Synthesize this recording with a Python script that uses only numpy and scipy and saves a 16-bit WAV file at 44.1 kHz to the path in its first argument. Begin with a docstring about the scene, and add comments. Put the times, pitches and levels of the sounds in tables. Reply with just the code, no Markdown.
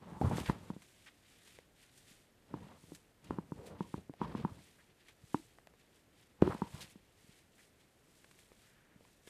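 """A low rumble and dull knocks come first: two hands dig in a tub of crumbled dry foam, close by.
The packed bed grinds as the fingers push in, and lumps give way and knock against the tub.
Crusts crunch, crumbs snap and foam rubs. Between the digs the hands rub
handfuls to powder with a soft, fine crackle. The room around them is quiet."""
import sys
import numpy as np
from scipy import signal
from scipy.fft import rfft, irfft, next_fast_len
from scipy.io import wavfile

SR = 44100
rng = np.random.default_rng(int(sys.argv[2]) if len(sys.argv) > 2 else 0)


def persist_wave(psi):
    """Save psi, clipped to +-1, as 16-bit WAV."""
    counts = np.round(np.clip(psi, -1, 1) * 32767).astype(np.int16)
    wavfile.write(sys.argv[1], SR, np.atleast_2d(counts).T)


N = 409688
TIME = np.arange(N) / SR

# The tone of each noise. Each row: frequency in Hz, strength there in dB.
AIR_TONE = [(25, -11), (50, -10.5), (100, -8), (200, -11), (430, -13.5), (1070, -23.5), (1770, -23.5),
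            (5000, -35.5), (8500, -39), (12400, -35.5), (14500, -40)]
RUMBLE_TONE = [(30, -27.5), (60, 0.5), (115, 0.5), (175, 3.5), (280, -4), (420, -8.5), (600, -15),
               (900, -24)]
SCRAPE_TONE = [(300, -27.5), (480, -5), (640, -7.5), (950, -5), (1300, -11), (1900, -18), (3500, -35)]
COARSE_TONE = [(600, -27.5), (1250, -10), (1900, -1.5), (3300, -3), (5000, -10), (9000, -32)]
POWDER_TONE = [(1500, -11.5), (3500, 0), (5500, -1), (8300, 1.5), (10500, -2.5), (12500, -7), (14500, -10)]
SNAP_TONE = [(500, -1), (1000, 8), (1800, 6), (2600, -7), (4500, -30)]
CRUST_TONE = [(400, 1.5), (1200, 3), (2200, 7), (4000, -1), (7000, -11.5), (10000, -16), (14000, -21.5)]
# The room's echo. Each row: frequency in Hz, seconds to fade by 60 dB.
ROOM_FADES = [(100, .3), (330, 0.22), (1000, 0.12), (8000, 0.23)]
# Crumbs snap or land. Each row: start in seconds, level in dB, pitch in Hz, snap in dB above the ring.
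CRUMB_TICKS = [(1.588, -44, 484, -4.5), (4.138, -43.5, 726, -9), (5.586, -50.5, 666, 4),
               (5.672, -51.5, 620, 5), (5.738, -52, 450, -6), (8.244, -59, 420, 10), (8.312, -59, 379, -1),
               (8.518, -49, 430, -6), (9.008, -50.5, 520, -8), (9.051, -56.5, 1080, 0),
               (9.275, -44, 400, -24)]
# Foam rubs, or the tub rings on briefly after a knock. Each row: start and length in seconds,
# level in dB, pitch in Hz, width to each side of that pitch in octaves.
RUBS_AND_RINGS = [(0.132, 0.13, -59.5, 890, 0.76), (0.212, 0.014, -35.5, 753, 0.31),
                  (.235, 0.058, -48.5, 1060, 0.77), (0.311, 0.0108, -42, 770, 0.31),
                  (0.457, 0.056, -52.5, 1680, 1.3), (1.058, 0.039, -59.5, 1870, 2.05),
                  (3.544, 0.24, -57.5, 457, 0.98), (4.219, 0.042, -49, 1020, 0.37),
                  (3.828, 0.053, -66, 980, 0.54), (4.248, .06, -63.5, 980, 0.56),
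                  (4.472, 0.033, -59.5, 980, 0.78), (4.779, 0.043, -70, 1750, 1.1),
                  (5.356, 0.059, -59.5, 321, 0.23), (6.429, 0.076, -42, 362, 0.54),
                  (6.504, 0.034, -46.5, 1030, 1.06), (6.63, 0.059, -58.5, 944, 0.31),
                  (6.802, .035, -53.5, 3730, 2.1), (7.576, 0.043, -69, 1900, 1.5),
                  (8.548, 0.49, -76, 1643, 1.7)]
# Crusts collapse. Each row: start in seconds, level in dB, fade time in seconds,
# powder spray in dB above the crust (negative means quieter).
CRUST_CRUNCHES = [(0.213, -50, 0.0066, -8), (0.296, -51, 0.0028, 1), (.3695, -36, 0.0017, -6),
                  (0.4005, -34, 0.0019, -9), (0.4593, -38.5, 0.007, -24), (0.494, -40.5, 0.0062, -18),
                  (0.82, -58, 0.008, -3.5), (1.474, -58.5, 0.009, -4), (1.976, -61, 0.0052, 4.5),
                  (2.108, -69, 0.0047, -4), (2.948, -55.5, 0.0089, 2.5), (3.242, -60, 0.0071, -1),
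                  (3.307, -45.5, 0.002, -29), (3.663, -57.5, 0.015, 0), (4.278, -60, .003, -15),
                  (5.083, -57, 0.013, -8), (5.343, -46.5, 0.0037, -20), (6.42, -40, 0.0032, -25),
                  (6.577, -56, .004, -10), (8.244, -47, 0.002, -16), (8.311, -61, 0.0043, 1.5),
                  (8.387, -64, 0.014, 0), (9.272, -52.5, 0.0071, -3)]
# Fingers close on a handful. Each row: tightest moment, closing time and opening time in seconds,
# powder level in dB, coarse crumbs in dB above the powder.
HAND_SQUEEZES = [(.1, 0.051, 0.069, -74.5, -2), (.25, 0.078, 0.19, -61.5, -14), (.39, .05, 0.044, -52, 0),
                 (.49, 0.088, 0.051, -58, 2.5), (.66, 0.22, 0.25, -72, 1.5), (.84, 0.14, 0.37, -70, -3.5),
                 (1.07, 0.12, 0.05, -69, 2), (1.31, 0.25, .1, -74, 3), (1.49, 0.18, .14, -66.5, 1.5),
                 (1.83, 0.085, .08, -69.5, 1), (1.98, 0.1, 0.076, -67, -4.5), (2.1, 0.1, 0.14, -65.5, -0.5),
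                 (2.56, 0.14, 0.5, -78, 4), (2.95, 0.26, 0.1, -67, -8), (3.26, 0.048, .2, -76, 4),
                 (3.55, .16, 0.17, -75, -7), (3.67, 0.035, 0.055, -66, 0.5), (3.81, 0.027, 0.053, -73.5, 7),
                 (3.96, 0.12, 0.071, -68.5, -0.5), (4.24, 0.054, 0.023, -77.5, 16),
                 (4.38, 0.064, .07, -73.5, 12.5), (4.64, 0.31, 0.27, -70, -0.5),
                 (4.9, 0.033, 0.042, -82, 7), (5.01, 0.034, .04, -77.5, 7.5), (5.09, 0.049, 0.055, -72, 4),
                 (5.36, 0.14, 0.19, -65, -2), (5.81, .06, .06, -76.5, 3.5), (5.96, .08, 0.084, -74.5, -0.5),
                 (6.2, 0.072, 0.12, -72.5, 2), (6.5, .06, 0.38, -65.5, 4), (6.8, 0.15, 0.093, -63.5, -3),
                 (6.822, 0.025, 0.034, -56, 3), (6.91, 0.05, 0.028, -65.5, -4.5),
                 (7.22, 0.13, 0.19, -74, -1), (7.39, 0.19, 0.078, -71, 1), (7.63, 0.11, 0.091, -68.5, -2.5),
                 (7.81, .05, 0.088, -75.5, 2), (8.24, 0.35, 0.18, -72.5, -5), (8.4, .08, 0.11, -69, -3),
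                 (8.65, 0.23, 0.15, -70, -2), (9.05, 0.076, 0.31, -74, -2.5), (9.285, .04, .04, -64, -2.5)]
# The bed settles under a palm. Each row: middle in seconds, level in dB, pitch in Hz.
PALM_THUDS = [(0.249, -22.5, 121), (0.272, -25, 100), (.280, -27, 106), (.496, -25.5, 87),
              (2.116, -54, 177), (2.63, -46, 85), (3.306, -38, 81), (3.594, -43.5, 105), (4.446, -33.5, 99),
              (4.524, -40.5, 107), (5.242, -47.5, 119), (6.425, -30, 93), (6.746, -36, 120),
              (7.247, -54.5, 198), (7.295, -50.5, 165), (8.963, -51, 184)]
# A hand pushes into the bed. Each row: start and length in seconds, rumble level in dB,
# finger scrape in dB above the rumble.
HAND_PUSHES = [(0.026, 0.16, -52, -8.5), (0.236, 0.045, -35.5, -14.5), (.31, 0.1, -41, -8),
               (0.492, 0.014, -44, -5), (.56, 0.17, -55, -9.5), (2.493, .03, -63, -5),
               (2.54, 0.027, -48.5, -12), (2.625, 0.094, -56.5, -4), (2.887, .06, -62.5, -12),
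               (3.244, .04, -60, -8.5), (3.302, 0.067, -50.5, -10), (3.42, 0.09, -60.5, -15),
               (3.561, 0.16, -57.5, -5.5), (3.72, 0.068, -53.5, -10), (3.815, 0.043, -56.5, -13),
               (3.941, 0.036, -55.5, -12), (4.217, .23, -45.5, -9), (4.495, 0.1, -57.5, -11.5),
               (6.433, 0.09, -41, -7), (6.625, 0.017, -50, -7.5), (6.748, 0.051, -54, -4.5)]
# The filled tub's low, hollow and hard notes. Each row: pitch in Hz, seconds to fade by 60 dB.
TUB_NOTES = [(167, 0.024), (309, 0.024), (920, 0.0115)]
# Lumps give way. Each row: start in seconds, level in dB, hollow and hard notes in dB above the low one,
# pitch multiplier for the low and hollow notes, ring time multiplier.
LUMP_KNOCKS = [(0.2136, 0, -26, -41, 0.44, 0.42), (0.3132, -10, -23.3, -25, 0.19, 0.32),
               (0.3344, -10, -13, -29, 0.42, 1), (0.3833, -2.5, -24, -20, 0.44, 0.2),
               (0.498, 1.5, -40, -20, 0.5, 0.88), (0.7021, -18, -40, -17.5, 1.06, 1.26),
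               (0.7646, -31.5, 1, -41, 0.54, 1.3), (2.5404, -23, -3, -8.5, 0.9, 0.99),
               (2.8389, -33, -24.1, -28, 0.59, 1.7), (2.92, -32, -4.5, -28, 0.95, 1.26),
               (3.3077, -19.5, -1, -3.5, 0.96, 0.51), (3.3858, -17.5, -14.5, -14.5, 1.01, 1.43),
               (3.5204, -19, -16.5, -18.5, 0.89, 1.36), (3.8067, -17, -16, -13, 1.05, 1.64),
               (3.9416, -16, -16.5, -13.5, 0.91, 0.94), (4.096, -28, -6.5, -37, 0.86, 1.8),
               (4.2158, -15, -17.5, -7, 1.13, 1.22), (4.3505, -17, -42, -13.5, 1.2, 0.91),
               (4.4495, -12.5, -26, -11, 1.05, 1.4), (5.3449, -14.5, -1.5, -3.5, 0.89, 0.92),
               (6.423, -2, -6.5, -42, 1.045, 0.94), (6.476, -18.5, 1, -9, 1.06, 0.86),
               (6.5482, -21.5, -26, -11.5, 1.17, 1), (6.6195, -14.5, -17.5, -9, 1.13, 1.43),
               (6.957, -37.5, -46, -26, 1.2, 1.5)]


def amp(db):
    """Turns decibels into a multiplier."""
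    return 10 ** (np.asarray(db) / 20)


def unit(x):
    """Scales a sound to an average strength (rms) of 1."""
    return x / np.sqrt(np.mean(x ** 2) + 1e-20)


def together(levels):
    """The level of unrelated sounds heard at once: their powers add."""
    return np.sqrt(sum(level ** 2 for level in levels))


def look_up(points, hz):
    """Reads between a table's rows, spacing frequencies by octaves."""
    row_hz, value = np.transpose(points)
    return np.interp(np.log(hz + 1), np.log(row_hz + 1), value)


def add(mix, start_s, sound):
    """Mixes a sound in at a given time."""
    part = mix[max(round(start_s * SR), 0):][:len(sound)]
    part += sound[:len(part)]


def colour(x, tone):
    """Gives a sound a tone that falls away past the table's ends, at strength 1."""
    size = next_fast_len(len(x))
    hz = np.fft.rfftfreq(size, 1 / SR)
    curve = [(tone[0][0] / 2, tone[0][1] - 30), *tone, (tone[-1][0] * 2, tone[-1][1] - 40)]
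    spectrum = rfft(x, size) * amp(look_up(curve, hz))
    return unit(irfft(spectrum, size)[:len(x)])


def wander(per_s):
    """A curve that glides between random values, at strength 1."""
    values = rng.standard_normal(N // 16)
    return unit(np.interp(TIME * per_s, np.arange(len(values)), values))


def fractures(per_s, spread_db, clump_db, clumps_per_s):
    """The foam's cell walls break: random clicks, a few of them large, that come in clumps."""
    size = amp(spread_db * np.minimum(rng.exponential(1, N), 4))
    clicks = (rng.random(N) < per_s / SR) * rng.choice([-1, 1], N) * size
    return clicks * amp(clump_db * wander(clumps_per_s))


def room_air(level_db=-69.5):
    """The air in the room makes a faint, steady hush."""
    return amp(level_db) * colour(rng.standard_normal(N), AIR_TONE)


def room_echo(sound, echoes_per_s=3000):
    """The room sends back scattered echoes, each frequency fading at its own speed."""
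    echoes = rng.choice([-1., 1.], SR // 2) * (rng.random(SR // 2) < echoes_per_s / SR)
    echoes[:SR // 120] = 0  # the first echo takes a moment to return
    hz, t, bands = signal.stft(echoes, SR, nperseg=256)
    fade = amp(-60 * t / look_up(ROOM_FADES, hz)[:, None])
    tail = signal.istft(bands * fade, SR, nperseg=256)[1]
    return signal.oaconvolve(sound, tail / np.linalg.norm(tail))[:N]


def crumb_ticks(ring_s=0.015, snap_s=0.0091):
    """A crumb snaps: a brief ring under a dry, splintering click."""
    out, t = np.zeros(N), np.arange(SR // 25) / SR
    for start, db, hz, snap_db in CRUMB_TICKS:
        ring = amp(-60 * t / ring_s) * np.sin(2 * np.pi * hz * t)
        snap = amp(snap_db - 60 * t / snap_s) * colour(rng.standard_normal(len(t)), SNAP_TONE)
        add(out, start, amp(db) * (ring + snap))
    return out


def rubs_and_rings(edge_db=-24):
    """Foam sticks and slips, or the tub rings on after a knock: a rough band of noise around one pitch."""
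    out = np.zeros(N)
    for start, length, db, hz, octaves in RUBS_AND_RINGS:
        band = [(hz / 2 ** octaves, edge_db), (hz, 0), (hz * 2 ** octaves, edge_db)]
        noise = colour(rng.standard_normal(SR), band)[:round(length * SR)]
        soft_ends = signal.windows.tukey(len(noise), .5)
        add(out, start, amp(db) * unit(noise * soft_ends))
    return out


def crust_crunches(rise_s=0.00084):
    """A crust caves in: a sudden rush of bright cracks that dies away, with a spray of powder."""
    crust_level, spray_level, t = np.zeros(N), np.zeros(N), np.arange(SR // 10) / SR
    for start, db, fade_s, spray_db in CRUST_CRUNCHES:
        burst = amp(db) * (1 - np.exp(-t / rise_s)) * np.exp(-t / fade_s)
        add(crust_level, start, burst)
        add(spray_level, start, amp(spray_db) * burst)
    crust = colour(fractures(per_s=6400, spread_db=3, clump_db=2, clumps_per_s=220), CRUST_TONE)
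    spray = colour(fractures(per_s=9000, spread_db=3, clump_db=-0.5, clumps_per_s=220), POWDER_TONE)
    return crust_level * crust + spray_level * spray


def squeeze_levels(swell_db=12.5, roundness=1.17, tremor_db=1.0):
    """Powder and coarse crumbs grow louder as the fingers close and fade as they open."""
    t, powder, coarse = TIME[::32], [], []
    for tightest, closing, opening, db, coarse_db in HAND_SQUEEZES:
        slack = np.maximum((tightest - t) / closing, (t - tightest) / opening)
        level = amp(db - swell_db * slack ** roundness)
        powder.append(level)
        coarse.append(level * amp(coarse_db))
    tremor = amp(tremor_db * wander(per_s=16))  # the fingers stick and slip as they press
    return tremor * np.interp(TIME, t, together(powder)), tremor * np.interp(TIME, t, together(coarse))


def crumbling(scrape_level):
    """Fine powder fizzes and coarse crumbs crackle as the hands break them."""
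    powder_squeeze, coarse_squeeze = squeeze_levels()
    # three parts: squeezing, scraping through the bed, and loose crumbs that never quite come to rest
    powder_level = together([powder_squeeze, amp(-22.5) * scrape_level, amp(-82.5)])
    coarse_level = together([coarse_squeeze, amp(-12) * scrape_level, amp(-85.5)])
    powder = colour(fractures(per_s=16000, spread_db=2.5, clump_db=1.5, clumps_per_s=310), POWDER_TONE)
    coarse = colour(fractures(per_s=5000, spread_db=2.5, clump_db=2, clumps_per_s=140), COARSE_TONE)
    return powder_level * powder + coarse_level * coarse


def palm_thuds(width_cycles=0.38):
    """The bed sinks and springs back: a short, low wobble with no sharp edge."""
    out, t = np.zeros(N), np.arange(-SR // 25, SR // 25) / SR
    for middle, db, hz in PALM_THUDS:
        swell = np.exp(-.5 * (hz * t / width_cycles) ** 2)
        add(out, middle + t[0], -amp(db) * swell * np.cos(2 * np.pi * hz * t))
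    return out


def push_levels(bite_db_per_s=698.5, sag_db_per_s=14, settle_db_per_s=200):
    """Rumble and scrape rise fast, sag as the bed yields and die away when the hand stops."""
    t, rumble, scrape = TIME[::32], [], []
    for start, length, db, scrape_db in HAND_PUSHES:
        bite = bite_db_per_s * np.maximum(start - t, 0)
        sag = sag_db_per_s * np.clip(t - start, 0, length)
        settle = settle_db_per_s * np.maximum(t - start - length, 0)
        level = amp(db - bite - sag - settle)
        rumble.append(level)
        scrape.append(level * amp(scrape_db))
    return np.interp(TIME, t, together(rumble)), np.interp(TIME, t, together(scrape))


def digging(rumble_level, scrape_level):
    """The packed bed slips in small jerks under the fingers: a low rumble and a higher scrape."""
    rumble = colour(fractures(per_s=1300, spread_db=1.45, clump_db=3, clumps_per_s=98), RUMBLE_TONE)
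    scrape = colour(fractures(per_s=2500, spread_db=1.5, clump_db=2.5, clumps_per_s=110), SCRAPE_TONE)
    return rumble_level * rumble + scrape_level * scrape


def lump_knocks(treble_cut_hz=1535, bass_cut_hz=250):
    """A lump gives way and kicks the tub, whose three notes die out quickly."""
    out, t = np.zeros(N), np.arange(SR // 8) / SR
    for start, db, hollow_db, hard_db, pitch, length in LUMP_KNOCKS:
        shares = amp([0, hollow_db, hard_db])
        bends = [pitch, pitch, 1]  # the hand's weight shifts the two lower notes
        ring = sum(share * amp(-60 * t / (fade_s * length)) * np.sin(2 * np.pi * hz * bend * t)
                   for (hz, fade_s), share, bend in zip(TUB_NOTES, shares, bends))
        add(out, start, amp(db) * ring)
    # soft foam blunts the blow, and the knocks carry little bass
    blunted = signal.sosfilt(signal.butter(3, treble_cut_hz, fs=SR, output="sos"), out)
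    return signal.sosfilt(signal.butter(2, bass_cut_hz, "high", fs=SR, output="sos"), blunted)


def scene(bass_cut_hz=42, echo_db=-20.5):
    """The hands and the tub up close, with a faint echo and steady air, in one channel."""
    rumble_level, scrape_level = push_levels()
    bed = palm_thuds() + digging(rumble_level, scrape_level)
    bass_cut = signal.butter(2, bass_cut_hz, "high", fs=SR, output="sos")
    bed = signal.sosfiltfilt(bass_cut, bed)  # the recorder cuts the deepest bass from rumble and thuds
    hands = lump_knocks() + bed + rubs_and_rings()
    hands += crumb_ticks() + crumbling(scrape_level) + crust_crunches()
    return (room_air() + hands + amp(echo_db) * room_echo(hands))[None]


def record(dry):
    """Cuts away the treble above 14650 Hz."""
    treble_cut = signal.firwin(511, 14650, window=("kaiser", 9), fs=SR)
    return signal.oaconvolve(dry, treble_cut[None], "same")


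dry = scene()
out = record(dry)
persist_wave(out)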